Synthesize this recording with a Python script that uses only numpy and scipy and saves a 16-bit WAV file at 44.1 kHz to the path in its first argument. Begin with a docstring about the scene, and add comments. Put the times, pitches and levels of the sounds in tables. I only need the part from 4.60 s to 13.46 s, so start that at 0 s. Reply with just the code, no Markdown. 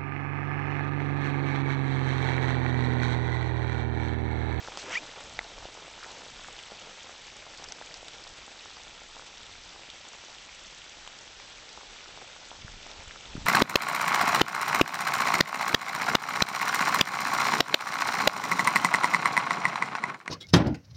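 """Steady rain in bare woods: a far hiss, with nearer drops patting on soaked leaves and ticking on gravel.
Early on, ribbed cloth like a rain jacket snaps, swishes and zips upward close to the hand-held microphone;
a dull rustle follows. Air rumbles throughout, and the heaviest bumps on the microphone come near the end.
Filtered noise makes the hiss, patter and air; damped knocks make the drops and bumps; noise bands and
tones that follow the rib rate make the zip. One microphone, the same signal in both channels."""
import sys
import numpy as np
from scipy import signal
from scipy.io import wavfile

SR = 44100
rng = np.random.default_rng(int(sys.argv[2]) if len(sys.argv) > 2 else 0)


def persist_wave(psi):
    """Save psi, clipped to +-1, as 16-bit WAV."""
    counts = np.round(np.clip(psi, -1, 1) * 32767).astype(np.int16)
    wavfile.write(sys.argv[1], SR, np.atleast_2d(counts).T)


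N = 390726
TIME = np.arange(N) / SR

# Air over the microphone, spectrum: f/Hz, relative density/dB per Hz
AIR_SPECTRUM = [(20, 0.5), (40, -5), (70, -9), (120, -14.5), (250, -22.5), (500, -35.5)]
# Gusts, before the air trim: t of the height/s, length/s, level/dB
AIR_GUSTS = [(.15, .35, -55), (.74, 0.23, -51), (1.0, 0.14, -53), (1.8, 0.24, -57.5), (3.5, .5, -60),
             (5.04, .35, -56.5), (6.07, .1, -57), (8.08, .26, -47), (8.46, 0.44, -53.5), (8.81, 0.18, -39)]
# Bumps on the microphone: t of the peak/s, peak level/dB, f/Hz
MICROPHONE_BUMPS = [(1.047, -45, 55), (8.049, -34, 115), (8.397, -42, 60), (8.477, -39, 70),
                    (8.7542, -25, 215), (8.781, -27.5, 190), (8.856, -30, 129)]
# Resonances of the microphone housing: f/Hz, width/Hz, boost/dB
HOUSING_RESONANCES = [(860, 180, 2.5), (1380, 160, 3), (2350, 130, 1), (3460, 260, 1.5)]

# Cloth brushing close by, spectrum: f/Hz, relative density/dB per Hz
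BRUSH_SPECTRUM = [(800, -15), (2500, 7.5), (4700, 7), (7000, 3), (8200, -10.5)]
# Cloth fibres scratching, spectrum: f/Hz, relative density/dB per Hz
FIBRE_SPECTRUM = [(300, -9), (900, -14), (1800, 0.5), (2700, 5), (4000, -20), (5000, -5), (6600, -3.5),
                  (8200, -29)]
# Folds rubbing at other rates: f/multiple of the rib rate, level/dB relative to the scratch before trim
CLOTH_FOLDS = [(0.551, -10.5), (1.421, -5.5), (2, -6), (2.9, -7.5)]
# Ribs locking into a whistle at speed: t of the height/s, length/s, level/dB
RIB_WHISTLES = [(.358, 0.01, -28), (.374, 0.016, -28)]

# Rain as the microphone turns between leaves and track, all before the layer trims:
# t/s, far hiss level/dB, dull patter level/dB, distinct pats level/dB
RAIN_LEVELS = [(0.42, -49, -52.5, -52), (1.27, -50.5, -57.5, -53.5), (1.43, -49, -57, -54.5),
               (2.66, -50, -60, -57), (2.98, -50, -57, -58), (4.38, -50.5, -60.5, -58),
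               (5.98, -50, -64, -58.5), (6.55, -50.5, -60.5, -58), (7.66, -50, -61.5, -55.5),
               (7.98, -50.5, -60.5, -59.5), (8.7, -49.5, -60.5, -55)]
# Brief showers of drips on the leaves, before the layer trims: t of the height/s, length/s, level/dB
DRIP_SHOWERS = [(2.22, 0.69, -57), (3.08, 0.23, -55), (7.55, 0.28, -59), (8.38, .2, -55.5)]
# Far rain, spectrum: f/Hz, relative density/dB per Hz
HISS_SPECTRUM = [(100, -8), (240, -9), (450, -10), (800, -4), (1150, -4.5), (1800, 0), (2400, 0.85),
                 (3300, 3.5), (4300, -1), (5600, -1), (7000, -4.5), (8200, -24.5)]
# Many pats further off, run together, spectrum: f/Hz, relative density/dB per Hz
PATTER_SPECTRUM = [(150, -6), (300, -4), (550, 1.5), (900, -6), (1400, -9), (2500, -14)]
# Scattered pats, loudness by pitch: f/Hz, relative level/dB
PAT_LOUDNESS = [(380, -6.5), (520, -4.5), (850, 3), (1300, 3), (2000, -0.5)]
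# Near drops on soaked leaves: t/s, level before trim/dB, f/Hz
NEAR_LEAF_DROPS = [(0.074, -27.5, 1360), (0.083, -27.5, 740), (0.263, -34, 1030), (0.573, -37, 557),
                   (1.027, -34.5, 861), (1.053, -28.5, 575), (1.428, -32, 1430), (1.443, -29.5, 1820),
                   (1.462, -34.5, 756), (1.844, -32, 1600), (1.883, -33, 926), (2.118, -32, 528),
                   (2.271, -36, 517), (2.865, -33.5, 934), (3.022, -35, 759), (3.212, -29, 740),
                   (3.221, -33, 1690), (3.428, -34.5, 595), (3.878, -36, 899), (4.056, -34, 1000),
                   (4.417, -37.5, 720), (4.565, -33, 888), (4.594, -33, 1120), (6.463, -37, 1480),
                   (6.474, -33, 974), (6.799, -35, 2300), (7.174, -30, 934), (7.914, -30.5, 830),
                   (8.079, -30.5, 1550), (8.264, -34, 820), (8.508, -29, 1990), (8.558, -32, 1320)]
# Near drops on gravel: t/s, level before trim/dB, f/Hz
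NEAR_GRAVEL_DROPS = [(1.9879, -30.5, 3260), (3.0396, -26.5, 5500), (3.0855, -31, 5300), (3.1202, -24, 6000),
                     (3.34, -27.5, 4870), (3.4809, -27, 3730), (3.6376, -32, 4970), (4.2786, -35, 3430),
                     (5.2995, -28.5, 3420), (6.474, -28, 3130), (8.313, -32, 3530)]
# Hard thing close by, ringing under one heavy drop: f/Hz, relative level/dB, decay by 60 dB/s
HARD_SURFACE_MODES = [(816, -10, 0.0095), (2040, 1, .007), (3600, -11.5, 0.01)]


def from_db(db):
    """Decibels to gain."""
    return 10 ** (np.asarray(db) / 20)


def rms_one(x):
    """Scale to rms 1."""
    return x / np.sqrt(np.mean(x ** 2) + 1e-20)


def in_time(rows):
    """The columns of a curve at every sample."""
    s, *columns = np.transpose(rows)
    return [np.interp(TIME, s, c) for c in columns]


def at_hz(points, hz):
    """Read a spectrum on a log-frequency axis."""
    f, level = np.transpose(points)
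    return np.interp(np.log(hz), np.log(f), level)


def add(out, s, sound):
    """Mix a sound in at a time."""
    i = max(int(s * SR), 0)
    out[i:i + len(sound)] += sound[:max(N - i, 0)]


def envelope(start_s, attack_s, hold_s, release_s):
    """Straight attack, hold and release; height 1."""
    corners = start_s + np.cumsum([0, attack_s, hold_s, release_s])
    return np.interp(TIME, corners, [0, 1, 1, 0])


def swells(rows):
    """Bell-shaped swells of gain, each with its time, length and level."""
    total = 0
    for s, length, db in rows:
        bell = np.exp(-np.minimum((2 * (TIME - s) / length) ** 2, 20))
        total = total + from_db(db) * bell
    return total


def drift(rate_hz):
    """Slow random wandering of spread 1: noise through a two-pole low-pass."""
    step = 40   # drawn at every 40th sample, joined by straight lines
    r = np.exp(-2 * np.pi * rate_hz * step / SR)
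    white = rng.standard_normal(N // step + 2002)
    slow = signal.lfilter([1], [1, -2 * r, r * r], white)[2000:]   # drop the filter's run-in
    return np.interp(np.arange(N) / step, np.arange(len(slow)), rms_one(slow))


def banded_noise(spectrum, flicker_db, flicker_hz):
    """Third-octave bands of noise, each flickering by itself; rms 1."""
    out, white = 0, rng.standard_normal((2, N))
    edges = np.geomspace(20, 10000, 28)
    for k, (low, high) in enumerate(zip(edges, edges[1:])):
        hz = np.sqrt(low * high)
        if spectrum[0][0] / 2 < hz < spectrum[-1][0] * 2:
            sos = signal.butter(2, [low, high], "band", fs=SR, output="sos")
            band = signal.sosfilt(sos, white[k % 2])   # neighbours use separate noise
            out = out + band * from_db(at_hz(spectrum, hz) + flicker_db * drift(flicker_hz))
    return rms_one(out)


def gliding_noise(hz, width_hz):
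    """A narrow band of noise that follows a moving pitch; rms about 1."""
    phase = 2 * np.pi * np.cumsum(hz) / SR
    return drift(width_hz) * np.sin(phase) + drift(width_hz) * np.cos(phase)


def blip(hz, rise_cycles, phase):
    """A heavily damped knock: its envelope swells to 1 within a cycle or few, then dies away."""
    rise = rise_cycles / hz
    t = np.arange(int(8 * rise * SR) + 2) / SR
    push = (t / rise * np.exp(1 - t / rise)) ** 2
    return push * np.cos(2 * np.pi * hz * (t - rise) + phase)


def spray(decay_s):
    """A short bright noise burst that dies at once."""
    t = np.arange(SR // 40) / SR
    bright = signal.butter(1, [1500, 7000], "band", fs=SR, output="sos")
    return signal.sosfilt(bright, rng.standard_normal(len(t))) * np.exp(-t / decay_s)


def microphone_rumble(air_trim_db, cycles):
    """Lumpy low air noise swells in gusts; soft bumps push on the microphone as damped knocks."""
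    calm_db = -61.5   # between gusts, before the trim
    air_gain = from_db(air_trim_db) * np.hypot(from_db(calm_db), swells(AIR_GUSTS))
    out = air_gain * banded_noise(AIR_SPECTRUM, flicker_db=3.0, flicker_hz=6)
    for s, db, hz in MICROPHONE_BUMPS:
        add(out, s - cycles / hz, from_db(db) * blip(hz, cycles, np.pi))
    return out


def rustle(width_hz):
    """A dull scrape: a noise band sinks in pitch and trails off."""
    start_s, sink_s = 1.415, .058
    high_hz, low_hz = 1733, 560
    sinking = np.exp(-np.maximum(TIME - start_s, 0) / sink_s)
    centre_hz = low_hz + (high_hz - low_hz) * sinking
    contact = envelope(start_s, attack_s=0.028, hold_s=0.19, release_s=0.057)
    return from_db(-52.5) * contact * gliding_noise(centre_hz, width_hz)


def brush(crack_db, crack_s, cycles):
    """The cloth brushes as a noise swell and snaps as a knock with a bright burst, before it slides."""
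    snap_s, snap_db, snap_hz = .1738, -29, 740
    contact = envelope(start_s=.17, attack_s=0.022, hold_s=0.011, release_s=0.049)
    out = from_db(-42.5) * contact * banded_noise(BRUSH_SPECTRUM, flicker_db=1.0, flicker_hz=76)
    start = snap_s - cycles / snap_hz   # the knock peaks at snap_s
    add(out, start, from_db(snap_db) * blip(snap_hz, cycles, 0))
    add(out, start, from_db(crack_db) * spray(crack_s))
    return out


def rib_rate():
    """Ribs passed per second: the slide slows at first, then quickens along an S."""
    slow_hz, fast_hz = 270, 2890
    middle_s, time_scale_s = .346, .0215   # of the quickening
    slowest_s, slowing_hz_per_s = .268, 3500
    rise = .5 * (1 + np.tanh(.5 * (TIME - middle_s) / time_scale_s))
    early = slowing_hz_per_s * np.maximum(slowest_s - TIME, 0)
    return slow_hz + (fast_hz - slow_hz) * rise + early


def cloth_slide(wobble, rib_width_hz, fold_width_hz, grit_db):
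    """Sliding over ribs gives a tone at the rib rate, rising into a whistle, amid scratching."""
    rib_hz = rib_rate()
    contact = envelope(start_s=.21, attack_s=0.047, hold_s=0.11, release_s=0.031)
    phase = 2 * np.pi * np.cumsum(rib_hz * (1 + wobble * drift(150))) / SR
    whistle = np.sqrt(2) * swells(RIB_WHISTLES) * np.sin(phase)
    rib_tone = from_db(-46) * contact * gliding_noise(rib_hz, rib_width_hz)
    # loose folds catch and let go unevenly, so their lines are blurred
    folds = sum(from_db(db) * gliding_noise(multiple * rib_hz, fold_width_hz)
                for multiple, db in CLOTH_FOLDS)
    rib_beat = rms_one(1 + 0.24 * np.sin(phase))
    fibres = banded_noise(FIBRE_SPECTRUM, flicker_db=0.5, flicker_hz=48) * rib_beat
    # loudest at 1370 ribs a second, 3.8 dB weaker an octave away
    scratch_db = -36.5 - 3.8 * np.log2(rib_hz / 1370) ** 2
    scratch_gain = contact * from_db(scratch_db + grit_db * drift(200))
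    return whistle + rib_tone + scratch_gain * from_db(-1.0) * (fibres + folds)


def far_hiss(hiss_db, flurry_db):
    """Countless far drops merge into broad noise."""
    return from_db(hiss_db + 0.13 + flurry_db) * banded_noise(HISS_SPECTRUM, flicker_db=0.8, flicker_hz=20)


def leaf_patter(patter_db, showers, flurry_db):
    """Many pats further off run together into dull, uneven noise."""
    gain = np.hypot(from_db(patter_db), showers) * from_db(-0.7 + 2.6 * flurry_db)
    return gain * banded_noise(PATTER_SPECTRUM, flicker_db=2.7, flicker_hz=31)


def scattered_drops(per_s, pitches, cycles, spread_db, colour):
    """Knocks land at random; a few louder, closer ones stand out of the many further off; rms 1."""
    out = np.zeros(N)
    draws = rng.random((int(per_s * N / SR), 4))
    for when, pitch, nearness, turn in draws:
        hz = pitches[0] * (pitches[1] / pitches[0]) ** pitch
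        size_db = spread_db * min(-np.log(1 - nearness), 4)
        gain = from_db(size_db + at_hz(colour, hz))
        add(out, when * N / SR, gain * blip(hz, cycles, 2 * np.pi * turn))
    return rms_one(out)


def gravel_ticks(hiss_db):
    """Fine high knocks on gravel, following the level of the hiss."""
    colour = [(2000, -3.0), (3400, 0.7), (8000, 2.0)]   # f/Hz, relative level/dB
    return from_db(hiss_db - 5.5) * scattered_drops(
        per_s=420, pitches=(2000, 8000), cycles=1.596, spread_db=4.0, colour=colour)


def leaf_pats(pats_db, showers):
    """Distinct dull knocks on soft leaves, denser in sound as showers of drips swell."""
    gain = np.hypot(from_db(pats_db), from_db(-2.5) * showers) * from_db(-0.64)
    return gain * scattered_drops(
        per_s=300, pitches=(380, 2000), cycles=0.44, spread_db=3.5, colour=PAT_LOUDNESS)


def near_drops(rows, trim_db, cycles, stiffening, spray_db, spray_s):
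    """Each drop gives one push of pressure with a droplet spray; above 1 kHz it rings more cycles."""
    impact_s = .002   # from the listed time to the peak of the push
    out = np.zeros(N)
    for s, db, hz in rows:
        rise_cycles = cycles * max(hz / 1000, 1) ** stiffening
        start = s + impact_s - rise_cycles / hz
        add(out, start, from_db(db + trim_db) * blip(hz, rise_cycles, 0))
        add(out, start, from_db(db + spray_db) * spray(spray_s))
    return out


def heavy_drop(spray_db, spray_s, low_cut_hz):
    """One heavy drop strikes something hard close by: a dry tap sets three short modes ringing."""
    out, t = np.zeros(N), np.arange(SR // 40) / SR
    ring = sum(from_db(db - 60 * t / t60) * np.sin(2 * np.pi * hz * t)
               for hz, db, t60 in HARD_SURFACE_MODES)
    ring = signal.sosfilt(signal.butter(1, low_cut_hz, "high", fs=SR, output="sos"), ring)
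    add(out, .7909, from_db(-15) * (ring + from_db(spray_db) * spray(spray_s)))
    return out


def rain():
    """Rain from far to near: hiss, patter, ticks and pats, then the single nearest drops."""
    hiss_db, patter_db, pats_db = in_time(RAIN_LEVELS)
    showers = swells(DRIP_SHOWERS)
    flurry_db = 0.55 * drift(30)   # hiss and patter waver together
    far = far_hiss(hiss_db, flurry_db) + leaf_patter(patter_db, showers, flurry_db)
    middle = gravel_ticks(hiss_db) + leaf_pats(pats_db, showers)
    on_leaves = near_drops(NEAR_LEAF_DROPS, trim_db=-1.0, cycles=.55, stiffening=.75,
                           spray_db=-18, spray_s=0.0042)
    on_gravel = near_drops(NEAR_GRAVEL_DROPS, trim_db=-1.5, cycles=0.53, stiffening=0.87,
                           spray_db=-4.5, spray_s=0.0027)
    on_hard = heavy_drop(spray_db=-19, spray_s=0.00097, low_cut_hz=510)
    return far + middle + on_leaves + on_gravel + on_hard


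def scene():
    """One microphone feeds both channels."""
    rumble = microphone_rumble(air_trim_db=-2.0, cycles=0.36)
    snap_and_brush = brush(crack_db=-20.5, crack_s=0.0013, cycles=0.46)
    slide = cloth_slide(wobble=.012, rib_width_hz=50, fold_width_hz=110, grit_db=1.0)
    mono = rumble + rustle(width_hz=250) + snap_and_brush + slide + rain()
    return np.stack([mono, mono])


def record(dry):
    """The microphone housing lifts a few narrow bands; the top is cut steeply."""
    cutoff_hz = 8100
    for hz, width_hz, boost_db in HOUSING_RESONANCES:
        resonance = signal.lfilter(*signal.iirpeak(hz, hz / width_hz, fs=SR), dry)
        dry = dry + (from_db(boost_db) - 1) * resonance
    return signal.sosfilt(signal.ellip(12, .2, 70, cutoff_hz, fs=SR, output="sos"), dry)


dry = scene()
out = record(dry)
persist_wave(out)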